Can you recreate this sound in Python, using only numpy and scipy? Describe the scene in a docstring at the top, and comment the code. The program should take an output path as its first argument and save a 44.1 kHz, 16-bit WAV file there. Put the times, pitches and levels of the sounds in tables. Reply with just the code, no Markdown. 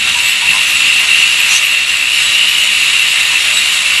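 """A small clinic room, where a dental handpiece and a suction tip run close to a phone.
Rushing air excites resonances in the handpiece, a throbbing, wavering whistle over the broad hiss of
turbulent suction. Water sputters, gurgles, chirps and briefly squeals in the tip. A pump drones low,
and reflections from hard surfaces nearby comb-filter everything into a hollow colour."""
import sys
import numpy as np
from scipy import signal
from scipy.fft import rfft, irfft, next_fast_len
from scipy.io import wavfile
from scipy.ndimage import map_coordinates

SR = 44100
rng = np.random.default_rng(int(sys.argv[2]) if len(sys.argv) > 2 else 0)


def store_wav(level_fs):
    """Save 16-bit WAV to argv[1]."""
    pcm = np.round(np.clip(np.atleast_2d(level_fs), -1, 1) * 32767)
    wavfile.write(sys.argv[1], SR, pcm.T.astype(np.int16))


N = 176400
T = np.arange(N) / SR

# Strength of the suction hiss. 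Each row: time in seconds, relative level in dB.
HISS_LEVELS = [(0, -21.5), (0.27, -20.5), (0.4, -22.5), (0.56, -20), (0.65, -21), (0.8, -20), (1.44, -19.5),
               (1.54, -17.5), (1.62, -21.5), (1.8, -23.5), (2.0, -23), (2.26, -20), (2.42, -21),
               (2.56, -20.5), (3.1, -20), (3.42, -20), (3.57, -19.0), (4, -20)]
# Colour of the hiss and the spray. Each row: frequency in Hz, relative spectral density in dB.
HISS_COLOUR = [(1000, -20), (3500, 3.5), (5000, 2.5), (6500, 1.5), (7500, 4.5), (8900, 2), (9500, -1.5),
               (10800, 0.5), (11300, -1.5), (11900, -6.5)]


def amp(db):
    """Decibels to amplitude ratio."""
    return 10 ** (np.asarray(db) / 20)


def unit(x):
    """Normalisation to rms 1."""
    return x / np.sqrt(np.mean(x ** 2) + 1e-20)


def curve(rows):
    """Linear interpolation of (seconds, value) rows at every sample."""
    return np.interp(T, *np.transpose(rows))


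def wobble(per_s):
    """Slow random modulation: a spline through per_s Gaussian knots a second."""
    return map_coordinates(rng.standard_normal(4096), [T * per_s], mode="wrap")


def swell(start, length):
    """A half-sine envelope."""
    return np.sin(np.pi * np.clip((T - start) / length, 0, 1))


def gulp(start, length):
    """An envelope with a quick attack and a trailing decay."""
    progress = np.clip((T - start) / length, 0, 1)
    return np.sin(np.pi * np.sqrt(progress)) ** 2


def filtered(x, response):
    """Linear filtering: the spectrum of x times a frequency response."""
    size = next_fast_len(N + SR // 4)
    return irfft(rfft(x, size) * response(np.fft.rfftfreq(size, 1 / SR)), size)[:N]


def noise(spectrum):
    """White noise shaped by (Hz, dB) points, at rms 1."""
    hz, db = np.transpose(spectrum)
    white = rng.standard_normal(N)
    return unit(filtered(white, lambda f: amp(np.interp(np.log(f + 1), np.log(hz), db))))


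def blown(hz, width_hz):
    """A resonance driven by turbulence gives narrow-band noise: a tone of random amplitude and phase."""
    phase = 2 * np.pi * np.cumsum(hz + np.zeros(N)) / SR
    lowpass = signal.butter(2, np.clip(width_hz / 2, 5, 2000), fs=SR, output="sos")
    in_phase, quadrature = signal.sosfilt(lowpass, rng.standard_normal((2, N + SR // 8)))[:, -N:]
    return unit(in_phase * np.cos(phase) + quadrature * np.sin(phase))


def handpiece():
    """Puffs of drive air amplitude-modulate a whistling core and resonances that waver with it."""
    # Strength of the whir. Each row: time in seconds, relative level in dB.
    levels = [(0, -15), (0.22, -16.5), (0.3, -12.5), (0.41, -17), (0.5, -9), (0.55, -14.5), (0.65, -14.5),
              (0.82, -13.5), (0.87, -11), (0.98, -12), (1.06, -14), (1.14, -10), (1.22, -10.5),
              (1.28, -12.5), (1.68, -13.5), (1.77, -11), (1.86, -17.5), (2.2, -12.5), (2.25, -16.5),
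              (2.43, -12), (2.65, -13.5), (3.17, -12.5), (3.3, -13.5), (3.75, -18), (4, -12.5)]
    # Centre of the whir. Each row: time in seconds, frequency in Hz.
    pitches = [(0, 2729), (0.23, 2691), (0.29, 2750), (1.48, 2730), (2.3, 2740), (2.49, 2851), (2.66, 2749),
               (3.09, 2740), (4, 2744)]
    # Air resonances. Each row: frequency in Hz, bandwidth in Hz, relative level in dB.
    modes = [(1848, 78, -19.5), (2048, 85, -16), (2272, 60, -17.5), (2475, 74, -13), (2727, 195, -3.5),
             (2898, 127, -7.5)]
    # The core fades, so the whir turns noisier. Each row: time in seconds, level among the modes in dB.
    core_levels = [(1.7, -2.5), (2.3, -8)]
    waver_hz, jitter_hz = 34.02, 75.07
    throb_hz, drift_hz, throb_db, flutter_db = 68.7, 5, 2, 0.6
    centre = curve(pitches)
    pitch = centre + waver_hz * wobble(18)
    core_hz = pitch + jitter_hz * wobble(200)
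    core = unit(np.sin(2 * np.pi * np.cumsum(core_hz) / SR))
    body = sum(amp(db) * blown(hz * pitch / centre.mean(), width) for hz, width, db in modes)
    core_gain = amp(curve(core_levels))
    whir = (core_gain * core + body) / np.hypot(core_gain, body.std())  # constant-power mix
    cycles = np.cumsum(throb_hz + drift_hz * wobble(20)) / SR
    puffs = unit(np.sin(np.pi * cycles) ** 6)
    throb = amp(throb_db * puffs + flutter_db * wobble(220))
    return amp(curve(levels) - 0.65) * unit(whir * throb)


def suction():
    """One turbulent flow drives a rush, a hiss and fitful edge tones; droplets make them sputter."""
    # Colour of the rushing air. Each row: frequency in Hz, relative spectral density in dB.
    rush_colour = [(150, -30), (450, -25), (620, -18.5), (800, -19.5), (1100, -11), (1600, -8), (2100, -2),
                   (2500, 1), (3100, -0.5), (3700, -2), (4300, -5), (4900, -14.5), (7000, -26)]
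    # Edge tones at the tip. Each row: frequency in Hz, bandwidth in Hz, base level in dB, spread in dB.
    edge_tones = [(3802, 110, -29, 3), (7100, 260, -31.5, 1), (7850, 260, -32, 2.5),
                  (10850, 400, -40.5, 4.5), (11790, 200, -38.5, 6)]
    rush_db, hiss_trim_db, sputter_db = -16, -1.5, 1.0
    hiss_db = curve(HISS_LEVELS)
    flow_db = 0.53 * (hiss_db - hiss_db.mean())  # rush and whistles follow the hiss about halfway
    rush = amp(rush_db + flow_db) * noise(rush_colour)
    hiss = amp(hiss_trim_db + hiss_db) * noise(HISS_COLOUR)
    whistles = np.zeros(N)
    for hz, width, db, spread_db in edge_tones:
        flicker = amp(spread_db * wobble(18))
        tone = blown(hz + 0.3 * width * wobble(20), width)
        whistles += amp(db + flow_db) * unit(flicker * tone)
    sputter = unit(amp(sputter_db * wobble(300)))
    return (rush + hiss + whistles) * sputter


def squeals():
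    """Flow through a narrowed gap at the tip excites short, gliding whistles."""
    # Each row: start in seconds, length in seconds, first and last pitch in Hz, bandwidth in Hz,
    # level in dB.
    glides = [(0.199, 0.15, 7730, 7800, 200, -24), (.73, 0.084, 7800, 7870, 200, -24),
              (1.171, 0.062, 6100, 5900, 250, -26), (1.485, 0.055, 5760, 6070, 500, -18.5),
              (1.506, 0.067, 6860, 6470, 700, -18.5), (1.539, 0.056, 5960, 6300, 745, -15),
              (2.104, 0.13, 5770, 5100, 200, -28), (2.209, .11, 7870, 7800, 200, -23),
              (2.24, .12, 3870, 3890, 110, -20.5), (3.526, 0.097, 7900, 7780, 260, -20),
              (3.561, 0.068, 3900, 3790, 110, -15.5)]
    out = np.zeros(N)
    for start, length, from_hz, to_hz, width, db in glides:
        pitch = np.interp(T, [start, start + length], [from_hz, to_hz])
        out += amp(db) * swell(start, length) * blown(pitch, width)
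    return out


def gurgles():
    """Slugs of water slurp through the tip and excite a low, rough resonance."""
    # Ringing slugs. Each row: start in seconds, length in seconds, frequency in Hz, level in dB.
    slugs = [(0.145, 0.091, 970, -30.5), (0.415, 0.092, 950, -29.5), (0.519, .15, 988, -26),
             (3.297, 0.089, 1040, -25.5)]
    # Intakes of water. Each row: start in seconds, length in seconds, level in dB.
    slurps = [(0.004, 0.16, -26.5), (.49, 0.12, -31), (.95, 0.16, -26.5), (1.458, 0.11, -26)]
    # Colour of a slurp. Each row: frequency in Hz, relative spectral density in dB.
    slurp_colour = [(400, -24), (800, -9), (1400, -1), (2500, -6), (6000, -19)]
    rings = sum(amp(db) * gulp(start, length) * blown(hz, width_hz=144)
                for start, length, hz, db in slugs)
    wet = noise(slurp_colour) * sum(amp(db) * swell(start, length) for start, length, db in slurps)
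    roughness = unit(amp(2 * wobble(200)))
    return (rings + wet) * roughness


def spray():
    """Atomisation: water torn into droplets gives bright, spluttering bursts of noise."""
    # Each row: start in seconds, length in seconds, level in dB.
    bursts = [(0.51, 0.08, -23), (1.498, 0.1, -18.5)]
    splutter = unit(noise(HISS_COLOUR) * amp(1.7 * wobble(300)))
    return splutter * sum(amp(db) * swell(start, length) for start, length, db in bursts)


def chirps():
    """The water film whistles in faint, frequency-modulated glides whose strength follows the hiss."""
    per_s, length_s = 45, 0.08
    low_hz, high_hz, glide_hz = 4590, 11510, 214
    base_db, scatter_db, tilt_db = -9, 2.5, -4
    out = np.zeros(N)
    progress = np.linspace(0, 1, int(length_s * SR))
    shake_hz = 110 * wobble(160)
    for when, height, slope, size in rng.random((int(per_s * N / SR), 4)):
        onset = int(when * (N - len(progress)))
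        span = slice(onset, onset + len(progress))
        centre = low_hz + height * (high_hz - low_hz)
        hz = centre + glide_hz * (2 * slope - 1) * (2 * progress - 1) + shake_hz[span]
        db = base_db + scatter_db * (2 * size - 1) + tilt_db * height
        out[span] += amp(db) * np.sin(np.pi * progress) * np.sin(2 * np.pi * np.cumsum(hz) / SR)
    return out * amp(curve(HISS_LEVELS))


def pump():
    """The pump radiates a drone of band-limited noise, strongest near 90 Hz."""
    # Strength of the drone. Each row: time in seconds, level in dB.
    levels = [(0, -39), (.25, -42), (.42, -43), (.49, -35.5), (.58, -42.5), (1.0, -41.5), (1.85, -45.5),
              (2.15, -44), (4, -44.5)]
    # Colour of the drone. Each row: frequency in Hz, relative spectral density in dB.
    colour = [(25, -28), (40, -17), (60, -15), (84, 2), (102, 2), (128, -11), (170, -3), (280, -7),
              (450, -17), (1000, -51)]
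    return amp(curve(levels)) * noise(colour)


def room(x):
    """Early reflections interfere with the direct sound as a comb filter; a diffuse tail follows."""
    # Echoes from hard surfaces. Each row: delay in milliseconds, signed gain, low-pass corner in Hz.
    reflections = [(4.61, -.15, 2500), (4.85, .14, 1500), (6.4, .13, 1500), (9.84, -.1, 6000),
                   (10.08, .1, 3000), (14.39, .35, 2600), (14.64, .37, 2200), (29.0, .16, 1200)]
    t60_s, tail_db = 0.18, -19.5
    early = filtered(x, lambda f: 1 + sum(gain * np.exp(-2j * np.pi * f * ms / 1000) / np.hypot(1, f / hz)
                                         for ms, gain, hz in reflections))
    t = T[:SR // 2]
    tail = rng.standard_normal(len(t)) * np.exp(-np.log(1000) * t / t60_s)
    return early + amp(tail_db) * signal.fftconvolve(x, tail / np.linalg.norm(tail))[:N]


def scene():
    """Superposition: all the sources add and sound through the same room, in one channel."""
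    return room(handpiece() + suction() + squeals() + gurgles() + spray() + pump() + chirps())[None]


def record(dry):
    """Soft saturation in the phone rounds the highest peaks; a steep low-pass limits the band."""
    ceiling, cutoff_hz = 1.1, 11990
    rounded = dry / (1 + np.abs(dry / ceiling) ** 8) ** (1 / 8)
    return filtered(rounded[0], lambda f: 1 / np.hypot(1, (f / cutoff_hz) ** 150))[None]


dry = scene()
out = record(dry)
store_wav(out)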